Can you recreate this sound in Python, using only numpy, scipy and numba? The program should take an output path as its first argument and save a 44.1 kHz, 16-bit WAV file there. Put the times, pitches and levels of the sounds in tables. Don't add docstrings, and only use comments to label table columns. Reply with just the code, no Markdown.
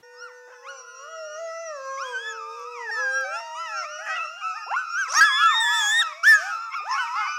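import sys
import numpy as np
from scipy import signal
from scipy.fft import rfft, irfft, next_fast_len
from scipy.io import wavfile
from scipy.ndimage import uniform_filter1d
from numba import njit

SR = 44100
rng = np.random.default_rng(int(sys.argv[2]) if len(sys.argv) > 2 else 0)


def log_audio(samples):
    frames = np.atleast_2d(samples).T
    limited = np.clip(frames, -1, 1)
    pcm = np.round(limited * 32767).astype(np.int16)
    wavfile.write(sys.argv[1], SR, pcm)


def gain_from_db(level_db):
    decades = np.asarray(level_db, float) / 20
    return 10 ** decades


N = 325458


def level(x, db):
    return x * gain_from_db(db) / np.sqrt(np.mean(x ** 2))


def on_log(hz, table):
    table_hz, table_db = np.transpose(table)
    return np.interp(np.log(hz), np.log(table_hz), table_db)


def coloured(table):
    size = next_fast_len(N)
    hz = np.maximum(np.arange(size // 2 + 1) * SR / size, 1)
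    spectrum = rfft(rng.standard_normal(size)) * gain_from_db(on_log(hz, table))
    return level(irfft(spectrum, size)[:N], 0)


def walk(rate_hz):
    k = int(SR / rate_hz)
    steps = np.repeat(rng.standard_normal(N // k + 1), k)
    return 1.5 * uniform_filter1d(uniform_filter1d(steps, k), k)[:N]


def rounded(curve, span):
    return uniform_filter1d(uniform_filter1d(curve, span, mode="nearest"), span, mode="nearest")


def glide(t, s, hz):
    rate = np.diff(hz) / np.diff(s)
    a, b = np.r_[rate[0], rate], np.r_[rate, rate[-1]]
    slope = np.where(a * b > 0, 2 * a * b / np.where(a + b == 0, 1, a + b), 0)
    i = np.clip(np.searchsorted(s, t) - 1, 0, len(s) - 2)
    h = np.diff(s)[i]
    u = np.clip((t - s[i]) / h, 0, 1)
    bend = (1 - u) * (slope[i] - rate[i]) - u * (slope[i + 1] - rate[i])
    return hz[i] + u * h * rate[i] + h * u * (1 - u) * bend


# (frequency [Hz], density [dB])
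HISS = [(40, -55.5), (700, -30), (1320, -1), (3800, -32), (5500, -18.5), (9000, -44)]


def hiss():
    return gain_from_db(-87.5) * coloured(HISS)


# (frequency [Hz], level [dB])
BREATH = [(800, -34.5), (2300, -10.5), (3900, -19.5), (5600, -4.5), (7000, -12.5), (8500, -23.5),
          (15500, -33)]
# (time [s], level [dB])
FAR = [(0, -77), (.45, -58.5), (.7, -51), (1.0, -67.5), (1.9, -49.5), (2.599, -43.5), (3.2, -54),
       (4.3, -45), (5.3, -47), (6.1, -46), (6.701, -38.5), (7.38, -42.5)]


def far_pack():
    t = np.arange(N) / SR
    out = 0
    for hz in (890, 1040, 1242, 1286, 1310):
        wavering_hz = hz * (1 + 0.025 * walk(5) + 0.005 * walk(150))
        phase = 2 * np.pi * np.cumsum(wavering_hz) / SR
        late_db = np.interp(t, [3.5, 5, 6.4], [32, 11, 6]) * (hz < 1100)
        swell = gain_from_db(5 * walk(8) - late_db)
        voice = np.cos(phase) + gain_from_db(-6.5) * np.cos(2 * phase) + gain_from_db(-11.0) * np.cos(4 * phase)
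        out = out + swell * voice
    out = level(out, 0) + gain_from_db(-12.0 + 6.1 * walk(9.2)) * coloured(BREATH)
    return out * gain_from_db(np.interp(t, *np.transpose(FAR)))


# (time [s], half length [s], rasp [0-1])
HOARSE = [
    (.51, .032, .31),
    (4.07, .025, .25),
    (4.163, .01, .15),
    (4.73, .03, .12),
    (7.08, .05, .06),
    (7.2, .04, .04),
    (5.13, .025, .2),
    (6.74, .015, .2),
    (6.93, .07, .12),
    (3.4, .012, .2),
]
# (frequency [Hz], level [dB])
MOUTH = [(500, -22), (1500, -1), (3000, -14), (4200, -16), (5600, 4), (7600, -15.5), (11000, -22.5),
         (15500, -37.5)]
# (time [s], half length [s], treble [dB])
MUZZLE = (5.91, 0.16, 7.9)
STEP = 32
TOP_HZ = 15700
GLIDE_RASP = .007
GLIDE_FADE_DB = 0.52
LOW_PATCH_SHARE = 0.36


def coyote(calls, third_db, bright_db, slope_db, rough, breath_db, dull_db=0., patchy_db=4.8, edge_s=.008):
    out, t = np.zeros(N), np.arange(N) / SR
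    hoarse = rough + sum(r * np.exp(-((t - s) / w) ** 2) for s, w, r in HOARSE)
    tremor, flutter, patches = walk(60), walk(500), walk(24)[::STEP]
    air = coloured(BREATH) * gain_from_db(3.43 * walk(12))
    lift_s, lift_half_s, lift_peak_db = MUZZLE
    each, cycles = np.zeros(len(calls)), np.zeros(N)
    for call, throat_db, facing_db in zip(calls, third_db + each, bright_db + each):
        s, *columns = np.transpose(call)
        on = slice(int(s[0] * SR), min(int(s[-1] * SR), N))
        now = t[on]
        slow = now[::STEP]
        span = min(len(slow) // 9, 28)
        top_db, mouth_db = (rounded(np.interp(slow, s, c), span) for c in columns[1:])
        hz = glide(slow, s, columns[0])
        first_db = top_db - np.maximum(mouth_db, 0)
        second_db = top_db + np.minimum(mouth_db, 0)
        effort_db = (first_db + second_db) / 2
        low_db = [first_db, second_db, effort_db + throat_db]

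        speed = np.abs(np.gradient(np.log(hz), slow))
        rasp = hoarse[on] + np.interp(now, slow, GLIDE_RASP * speed)
        shaken_hz = np.interp(now, slow, hz) * (1 + 0.0026 * tremor[on] + 0.1547 * rasp * flutter[on])
        cycles[on] = cycles[on.start] + np.cumsum(shaken_hz) / SR
        turn = np.exp(2j * np.pi * cycles[on])

        breath = np.interp(now, slow, gain_from_db(effort_db + breath_db + facing_db)) * air[on]
        stack = breath * (1 + 2.2 * rasp)
        lift_db = lift_peak_db * np.exp(-((slow - lift_s) / lift_half_s) ** 4)
        partial = 1
        for k in range(1, min(int(TOP_HZ / hz.min()), 18) + 1):
            patch_db = patchy_db * np.roll(patches, -301 * k - on.start // STEP)[:len(slow)]
            flicker_db = patch_db - GLIDE_FADE_DB * speed
            if k == 1:
                gain_db = first_db
            elif k <= 3:
                gain_db = low_db[k - 1] + LOW_PATCH_SHARE * flicker_db
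            else:
                shape_db = on_log(k * hz, MOUTH) + slope_db * np.log2(k / 4)
                gain_db = effort_db + facing_db + lift_db / (1 + k % 2) + shape_db + flicker_db
            gain_db = gain_db - dull_db * np.maximum(np.log2(k * hz / 7000), 0)
            partial = partial * turn
            stack = stack + np.interp(now, slow, gain_from_db(gain_db) * (k * hz < TOP_HZ)) * partial.imag
        edge = np.clip(np.minimum(now - s[0], s[-1] - now) / edge_s, 0, 1)
        out[on] += np.sqrt(2) * stack * edge * (1 + rasp * flutter[on])
    return out


# (pitch [Hz], ratio [dB])
THROAT = [(450, 3.5), (650, 2), (850, 4), (1000, 2.5), (1300, -17.5), (1500, -12)]


def voiced(calls, mouth_db):
    shifts_db = mouth_db + np.zeros(len(calls))
    return [np.c_[c, on_log(np.array(c)[:, 1], THROAT) + m] for c, m in zip(calls, shifts_db)]


# (time [s], pitch [Hz], strongest harmonic [dB])
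WHINER = [
    [(.62, 862, -55), (.66, 1086, -43), (.7, 1447, -35.5), (.74, 1390, -49.5), (.8, 1343, -56),
     (.84, 1305, -58)],
    [(.025, 923, -56), (.35, 910, -58), (.74, 814, -55.5), (.82, 752, -62)],
    [(.945, 1330, -51), (1.03, 1416, -48), (1.13, 1437, -46.5), (1.22, 1383, -45), (1.33, 1439, -43.5),
     (1.4, 1413, -50), (1.46, 1375, -53.5), (1.62, 1357, -48), (1.9, 1298, -49.5)],
    [(2.95, 900, -46.5), (3.02, 1032, -39), (3.15, 1035, -71)],
    [(3.545, 1140, -40.5), (3.61, 1345, -29.5), (3.68, 1288, -39), (3.78, 1374, -28.5), (3.83, 1325, -33),
     (3.865, 1160, -47)],
    [(3.82, 982, -37), (3.88, 1310, -40), (3.94, 1451, -38.5), (4.17, 1420, -57), (4.25, 1372, -43),
     (4.4, 1415, -42.5), (4.54, 1323, -46), (4.63, 1375, -45), (4.804, 1329, -32.5)],
    [(4.796, 1350, -41), (5.18, 1300, -34.5), (5.25, 1329, -37.5), (5.33, 1206, -43), (5.42, 1439, -23.5),
     (5.47, 1332, -32)],
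    [(6.935, 1086, -41), (6.97, 1320, -27.5), (7.0, 1485, -24), (7.025, 1488, -28.5), (7.06, 1354, -40),
     (7.12, 1330, -44), (7.17, 1382, -31), (7.25, 1494, -36), (7.42, 1464, -34.5)],
]


def whiner():
    calls = voiced(WHINER, mouth_db=[5.5, -1.5, 7.0, -34, -2, 9.5, 1.5, 1.0])
    return coyote(calls, third_db=[-16, -14.0, -16.5, -17, -18, -22.0, -17.5, -22.0],
                  bright_db=[-11.0, -5.5, -8.5, -21, -12.5, -12, -19.5, -21.5],
                  slope_db=-9.5, rough=0.022, breath_db=-25.0)


# (time [s], pitch [Hz], strongest harmonic [dB])
MOANER = [
    [(.025, 485, -51), (.3, 494.4, -49.5), (1.49, 455.3, -61.5), (1.54, 553, -67)],
    [(2.1, 537, -54), (2.65, 537.4, -56)],
    [(3.98, 661.4, -40.5), (4.05, 877, -42.5), (4.1, 778, -33.5), (4.2, 684, -43.5), (4.27, 591, -39.5)],
    [(4.262, 597, -46), (4.36, 698, -46.5), (4.39, 816.4, -52.5), (4.45, 746, -41.5), (4.53, 731, -42),
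     (4.58, 916, -41), (4.65, 810, -49)],
    [(5.075, 450.7, -40), (5.13, 639.5, -30.5), (5.17, 890, -22), (5.205, 970, -18.5)],
]


def moaner():
    calls = voiced(MOANER, mouth_db=[-20.0, -8.0, 2.5, 1, 10.5])
    return coyote(calls, third_db=[3.0, -2.5, -9, -17, -13.5], bright_db=[-11.0, -10.5, -12, -12.5, 1.0],
                  slope_db=-2.5, rough=0.024, breath_db=-16.0)


# (time [s], pitch [Hz], strongest harmonic [dB])
ANSWERS = [
    [(.13, 1142, -68), (.19, 1290, -52.5), (.23, 1430, -36), (.27, 1343, -42), (.29, 1150, -53),
     (.33, 777, -63)],
    [(.465, 319, -71), (.5, 429.4, -58), (.53, 503, -51), (.575, 508, -60)],
    [(.7, 1446, -64), (.73, 1494, -60), (.8, 1440, -53), (.84, 1414, -65), (.88, 1493, -59.5),
     (.96, 1430, -61), (1.06, 1435, -55)],
    [(.79, 672, -55), (.9, 646, -52), (1.05, 653, -51.5), (1.2, 660, -46)],
    [(4.155, 1434, -35), (4.17, 1420, -30), (4.195, 1294, -32.5), (4.22, 1330, -31), (4.265, 1333, -36.5),
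     (4.31, 1310, -45)],
    [(4.41, 1159, -40.5), (4.445, 1301, -27.5), (4.5, 1315, -27), (4.55, 1260, -38), (4.575, 1240, -39),
     (4.595, 1090, -47)],
    [(4.76, 1203, -43), (4.82, 1270, -37.5), (4.95, 1220, -41.5), (5.02, 1150, -46), (5.075, 1040, -53)],
    [(5.675, 1072, -40), (5.71, 1250, -33), (5.745, 1330, -28.5), (5.8, 1247, -32), (5.87, 1120, -49),
     (5.92, 1025, -55)],
    [(5.99, 1192, -39.5), (6.02, 1360, -29.5), (6.07, 1290, -29), (6.11, 1185, -39), (6.14, 1070, -37.5)],
]
# (time [s], pitch [Hz], strongest harmonic [dB])
LATE_ANSWERS = [
    [(6.13, 997, -51), (6.17, 1110, -47), (6.25, 1159, -46.5), (6.31, 1196, -52.5)],
    [(6.35, 569, -52), (6.41, 668, -38), (6.47, 791, -34.5), (6.5, 809, -38), (6.53, 726, -50),
     (6.585, 445, -65)],
    [(6.655, 1189, -54), (6.68, 1265, -54), (6.77, 1291, -32), (6.79, 1216, -30), (6.89, 1217, -50),
     (6.95, 1280, -37)],
    [(6.89, 897, -39), (6.94, 867, -35), (6.99, 780, -44)],
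    [(7.15, 391, -48), (7.17, 418, -36.5), (7.2, 430, -36.5), (7.235, 404, -40), (7.26, 396, -67)],
    [(7.2, 1074, -35), (7.25, 1053, -36.5), (7.29, 1183, -30.5), (7.34, 1207, -36.5), (7.42, 1250, -40)],
]


def answers():
    calls = voiced(ANSWERS + LATE_ANSWERS,
                   mouth_db=[0.5, 9, 6, 13, 11.5, 4, 3.5, 1, 2.5, 10, -1, 6, -5, 29.5, 5.0])
    return coyote(calls,
                  third_db=[-18, 8.5, -6.5, -8, -26, -25, -26, -12, -17, -21, -12, -22.5, -9, 1, -26],
                  bright_db=[-5.5, 5, 5.0, 0.5, -35, -20, -16, -24, -18.5, -11.0, -8.5, -16.5, -11.5, 23, -15],
                  slope_db=-15.5, rough=0.017, breath_db=-32.5)


# (time [s], pitch [Hz], strongest harmonic [dB], second over first harmonic [dB])
HOWLER = [
    [(.47, 301, -53, 3), (.52, 486, -65, 14), (.7, 546, -45, -3), (.87, 504, -55.5, 6.5),
     (1.0, 533.8, -46, 5.5), (1.12, 648, -43, 2), (1.2, 640, -36, -11), (1.3, 606.6, -38, -12.5),
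     (1.364, 617, -39, 1)],
    [(1.356, 619, -38, -4), (1.43, 667, -32, -15), (1.5, 652.5, -35.5, -5.5), (1.62, 665, -37.5, -4),
     (1.7, 626.5, -34.5, -7), (1.81, 534.8, -39.5, -3.5), (2.004, 543.7, -34, 6.5)],
    [(1.996, 548, -33.5, 7), (2.2, 461.4, -44.5, -7), (2.47, 449.3, -46, -1.5), (2.66, 483.7, -41, -8),
     (2.8, 477.6, -40, 0.5), (2.9, 436, -43.5, 1.5), (2.96, 460, -45, 2)],
    [(2.955, 467, -48, -5), (3.0, 512, -36.5, -38), (3.23, 527, -35.5, -34.5), (3.38, 678.6, -43, -8),
     (3.5, 637.5, -47, -4), (3.67, 640.5, -48, 3), (3.92, 601, -42.5, -7), (4.08, 657.5, -44, 5),
     (4.15, 625, -46, 6), (4.22, 451, -48, 14)],
]
# (time [s], pitch [Hz], strongest harmonic [dB])
SINKING = [
    [(5.13, 907.5, -35), (5.16, 1146, -24), (5.19, 1274, -18), (5.245, 1345, -21.5), (5.325, 1034, -32),
     (5.38, 1115, -31), (5.45, 1354, -13.5), (5.5, 1256, -19.5), (5.558, 903, -32)],
    [(5.55, 898, -33), (5.58, 891, -31), (5.68, 956, -30.5), (5.78, 931, -31.5), (5.87, 822, -37.5),
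     (6.01, 810, -45.5), (6.05, 640, -59), (6.14, 607.6, -48), (6.2, 676, -51), (6.3, 590, -57)],
]


def howler():
    calls = HOWLER + voiced(SINKING, mouth_db=[-3, -6])
    return coyote(calls, third_db=[-13.5, -7.5, -19.0, -4.0, -29, -26.0],
                  bright_db=[-23.5, -20, -27.5, -16.5, -23, -20.0],
                  slope_db=1.0, rough=0.002, breath_db=-16.5, dull_db=30)


def arcs(rows, from_share, to_share, fade_db, count=9):
    u = np.linspace(-1, 1, count)
    sag = np.where(u < 0, 1 - from_share, 1 - to_share) * u ** 2
    calls = []
    for s, rise_s, fall_s, hz, db in rows:
        times = s + u * np.where(u < 0, rise_s, fall_s)
        calls.append(np.c_[times, hz * (1 - sag), db - fade_db * np.abs(u) ** 1.3])
    return calls


# (peak time [s], rise [s], fall [s], peak pitch [Hz], peak level [dB])
YIPS = [
    (.89, 0.076, 0.13, 1422, -42.5),
    (3.0, .07, 0.045, 1325, -30.5),
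    (3.18, .08, 0.1, 1355, -32.5),
    (3.35, .08, 0.064, 1378, -28.5),
    (6.35, 0.082, 0.066, 1274, -25.5),
    (6.545, 0.09, 0.045, 1306, -29.5),
    (6.765, 0.032, 0.04, 1390, -28.5),
    (6.67, 0.1, 0.093, 1162, -43.5),
]
# (peak time [s], rise [s], fall [s], peak pitch [Hz], peak level [dB])
WHOOPS = [
    (7.02, 0.024, 0.07, 1344, -30),
]


def yips_and_whoops():
    whoops = voiced(arcs(WHOOPS, from_share=.95, to_share=.78, fade_db=10), mouth_db=7.0)
    yips = voiced(arcs(YIPS, from_share=.88, to_share=.88, fade_db=16.5), mouth_db=-2.5)
    return coyote(whoops + yips, third_db=-22.5, bright_db=-19.0, slope_db=4.0, rough=0.014, breath_db=-23)


# (time [s], peak [dB])
TICKS = [
    (1.855, -57.5),
    (2.3211, -50),
    (2.597, -49.5),
    (3.209, -42.5),
    (3.3994, -52),
    (4.058, -48),
]


def twigs():
    t, decay_s = np.arange(N) / SR, .003
    burst = 0
    for s, db in TICKS:
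        burst = burst + gain_from_db(db - 6) * np.exp(-np.maximum(t - s, 0) / decay_s) * (t >= s)
    return burst * coloured([(1500, -32), (5000, -2), (10000, 4), (15500, -4.5)])


# (time [s], pitch [Hz], strongest harmonic [dB], second over first harmonic [dB])
YODELS = [
    [(1.97, 1000, -42.5, 4), (2.02, 1400, -31, -19), (2.06, 1623, -40, -1), (2.1, 1646, -47, -5),
     (2.16, 1524, -25, -25.5), (2.22, 1658, -40.5, -4), (2.28, 1730, -29.5, -8.5), (2.335, 1634, -40, -13)],
    [(2.325, 1620, -46, -15), (2.43, 1185, -35.5, -25), (2.53, 1237, -38.5, -15), (2.62, 1151, -39, -25),
     (2.72, 1303, -40, -10.5), (2.8, 1015, -41.5, -6.5), (2.85, 938, -39, 11), (2.912, 801, -26.5, 8)],
    [(2.907, 929, -27.5, 23), (3.1, 799.5, -25, 20), (3.2, 809.4, -24, 29), (3.25, 787, -29, 15)],
    [(3.242, 761, -35.5, 1), (3.32, 790, -36, 7.5), (3.4, 914, -39.5, -9.5), (3.55, 950, -36.5, -14),
     (3.63, 1017, -44, -5), (3.7, 874, -35.5, 7.5), (3.82, 723, -40.5, 5.5), (3.86, 620, -40, -2)],
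]
CRIES = [
    [(4.66, 323, -39, 22), (4.7, 610, -37.5, 10), (4.725, 849, -23, -12.5), (4.77, 1235, -26.5, -17)],
    [(4.76, 1369, -19, -38), (4.8, 1516, -29, -22.5), (4.88, 1369, -43.5, -24), (4.95, 1390, -26.5, -29),
     (5.0, 1612, -23, -18), (5.03, 1485, -23.5, -22), (5.1, 712, -50, 10)],
    [(5.205, 1582, -7.5, -11), (5.235, 1679, -9.5, -31.5), (5.25, 1715, -19.5, -4.5),
     (5.3, 1660, -23.5, -8), (5.36, 1714, -27, 0.5), (5.45, 1665, -23, -7.5)],
    [(5.442, 1669, -25.5, -9), (5.58, 1866, -26.5, 1.5), (5.7, 1692, -22.5, -5), (5.77, 1773, -25.5, 2.5),
     (5.85, 1661, -25.5, -1), (5.98, 1849, -19.5, -11), (6.01, 1859, -21, 8), (6.035, 1405, -23, -17.5)],
    [(6.23, 1249, -20.5, -17), (6.245, 1462, -20, -19), (6.262, 1662, -17, -12), (6.272, 1731, -11.5, -22),
     (6.292, 1792, -7.5, -26.5), (6.35, 1683, -12.5, -34.5), (6.395, 1546, -32.5, -22)],
    [(6.387, 1559, -31, -20), (6.445, 1492, -39.5, -18), (6.51, 1438, -30, -24), (6.56, 1348, -33, -19),
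     (6.64, 1375, -33, -26), (6.71, 1282, -38, -24), (6.73, 1210, -56, -16)],
]
WAILS = [
    [(6.8, 372, -38, 15.5), (6.82, 413.4, -56.5, 6), (6.865, 763, -36.5, 0), (6.915, 1040, -23, -22),
     (6.985, 1105, -30.5, -8), (7.02, 992, -32, -12), (7.055, 908, -31, -14)],
    [(7.047, 922, -36, -8), (7.1, 946, -34.5, -10), (7.15, 1059, -28.5, -19), (7.19, 1310, -27, -33),
     (7.24, 1224, -28, -36), (7.27, 928, -34.5, -3), (7.31, 546, -65, -12)],
]
FACING_DB = [-10, -14, -7.5, -6.5, -20.5, -5.5, -8, -8.5, -3, -14, -14.5, -19.5]


def near_animal():
    voice = coyote(YODELS + CRIES + WAILS,
                   third_db=[-18.0, -17.0, -19.5, -5.0, -21, -24, -13.0, -18.5, -20.0, -15, -25.0, -24.0],
                   bright_db=FACING_DB, slope_db=-7.5, rough=0.014, breath_db=-17.5)
    return voice + whistle(CRIES[3])


# (time [s], pitch [Hz], strongest harmonic [dB])
BARKER = [
    [(6.7, 1041, -54), (6.73, 1084, -38), (6.755, 1140, -25.5)],
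    [(4.06, 571, -43), (4.095, 626, -34), (4.13, 639.4, -30.5), (4.17, 648, -39.5), (4.2, 646, -51),
     (4.28, 635, -56)],
    [(5.8, 998, -46), (5.87, 1095, -41.5), (6.0, 944, -48.5), (6.13, 965, -47.5)],
]


def barker():
    calls = voiced(BARKER, mouth_db=[3, 9, -4])
    return coyote(calls, third_db=[-20, 7, -12], bright_db=[-12, 9, -12],
                  slope_db=-23.0, rough=0.043, breath_db=-41.0)


# (start [s], pitch ratio, level [dB], octave [dB], sideband depth [0-1])
WHISTLE = (5.6, 4.34, -36, -14, .35)


def whistle(cry):
    start, ratio, db, octave_db, depth = WHISTLE
    t, (s, hz) = np.arange(N) / SR, np.transpose(cry)[:2]
    phase = 2 * np.pi * np.cumsum(glide(t, s, hz) * (1 + .002 * walk(85))) / SR
    tone = np.sin(ratio * phase) + gain_from_db(octave_db) * np.sin(2 * ratio * phase)
    edge = np.clip(np.minimum(t - start, s[-1] - t) / 0.0047, 0, 1)
    size = gain_from_db(db + 4.0 * walk(15) - 3.5 * (t - start) / (s[-1] - start))
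    return np.sqrt(2) * size * edge * tone * (1 + depth * np.cos(phase))


@njit
def trees(x, lags, gain, damp):
    line, soft, out = np.zeros((8, 8192)), np.zeros(8), np.zeros(len(x))
    for i in range(len(x)):
        total = 0.
        for k in range(8):
            soft[k] += (1 - damp) * (gain[k] * line[k, (i - lags[k]) & 8191] - soft[k])
            total += soft[k]
            out[i] += soft[k] * (1 - 2 * (k % 2))
        for k in range(8):
            line[k, i & 8191] = x[i] + soft[k] - total / 4
    return out


def wood_scatter(x):
    t60_s = 0.48
    lags = rng.integers(900, 4000, 8)
    return gain_from_db(-15.5) * trees(x, lags, gain_from_db(-60 * lags / SR / t60_s), 0.27)


def scene():
    far = far_pack()
    pack = whiner() + moaner() + answers() + howler() + yips_and_whoops() + barker()
    near = near_animal()
    wood = wood_scatter(gain_from_db(-7.5) * near + pack + gain_from_db(11.5) * far)
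    return (near + pack + gain_from_db(-21.0) * far + wood + hiss() + twigs())[None]


def roll_off(x):
    return signal.sosfilt(signal.butter(12, 15760, fs=SR, output="sos"), x)


def record(dry):
    t = np.arange(N) / SR
    ceiling, knee = 0.35, 62
    x = signal.sosfilt(signal.butter(4, 400, "high", fs=SR, output="sos"), dry)
    rumble = signal.lfilter([1], [1, -.93], rng.standard_normal(N))
    wake = rumble * gain_from_db(-64) * np.clip(1 - t / 0.037, 0, 1)
    x = x * np.clip((t - .02) / .006, 0, 1) + wake + gain_from_db(-75.5) * rng.standard_normal(N)
    x = x / (1 + np.abs(x / ceiling) ** knee) ** (1 / knee)
    x = signal.sosfilt(signal.butter(1, 150, "high", fs=SR, output="sos"), x)
    return roll_off(x)


dry = scene()
out = record(dry)
log_audio(out)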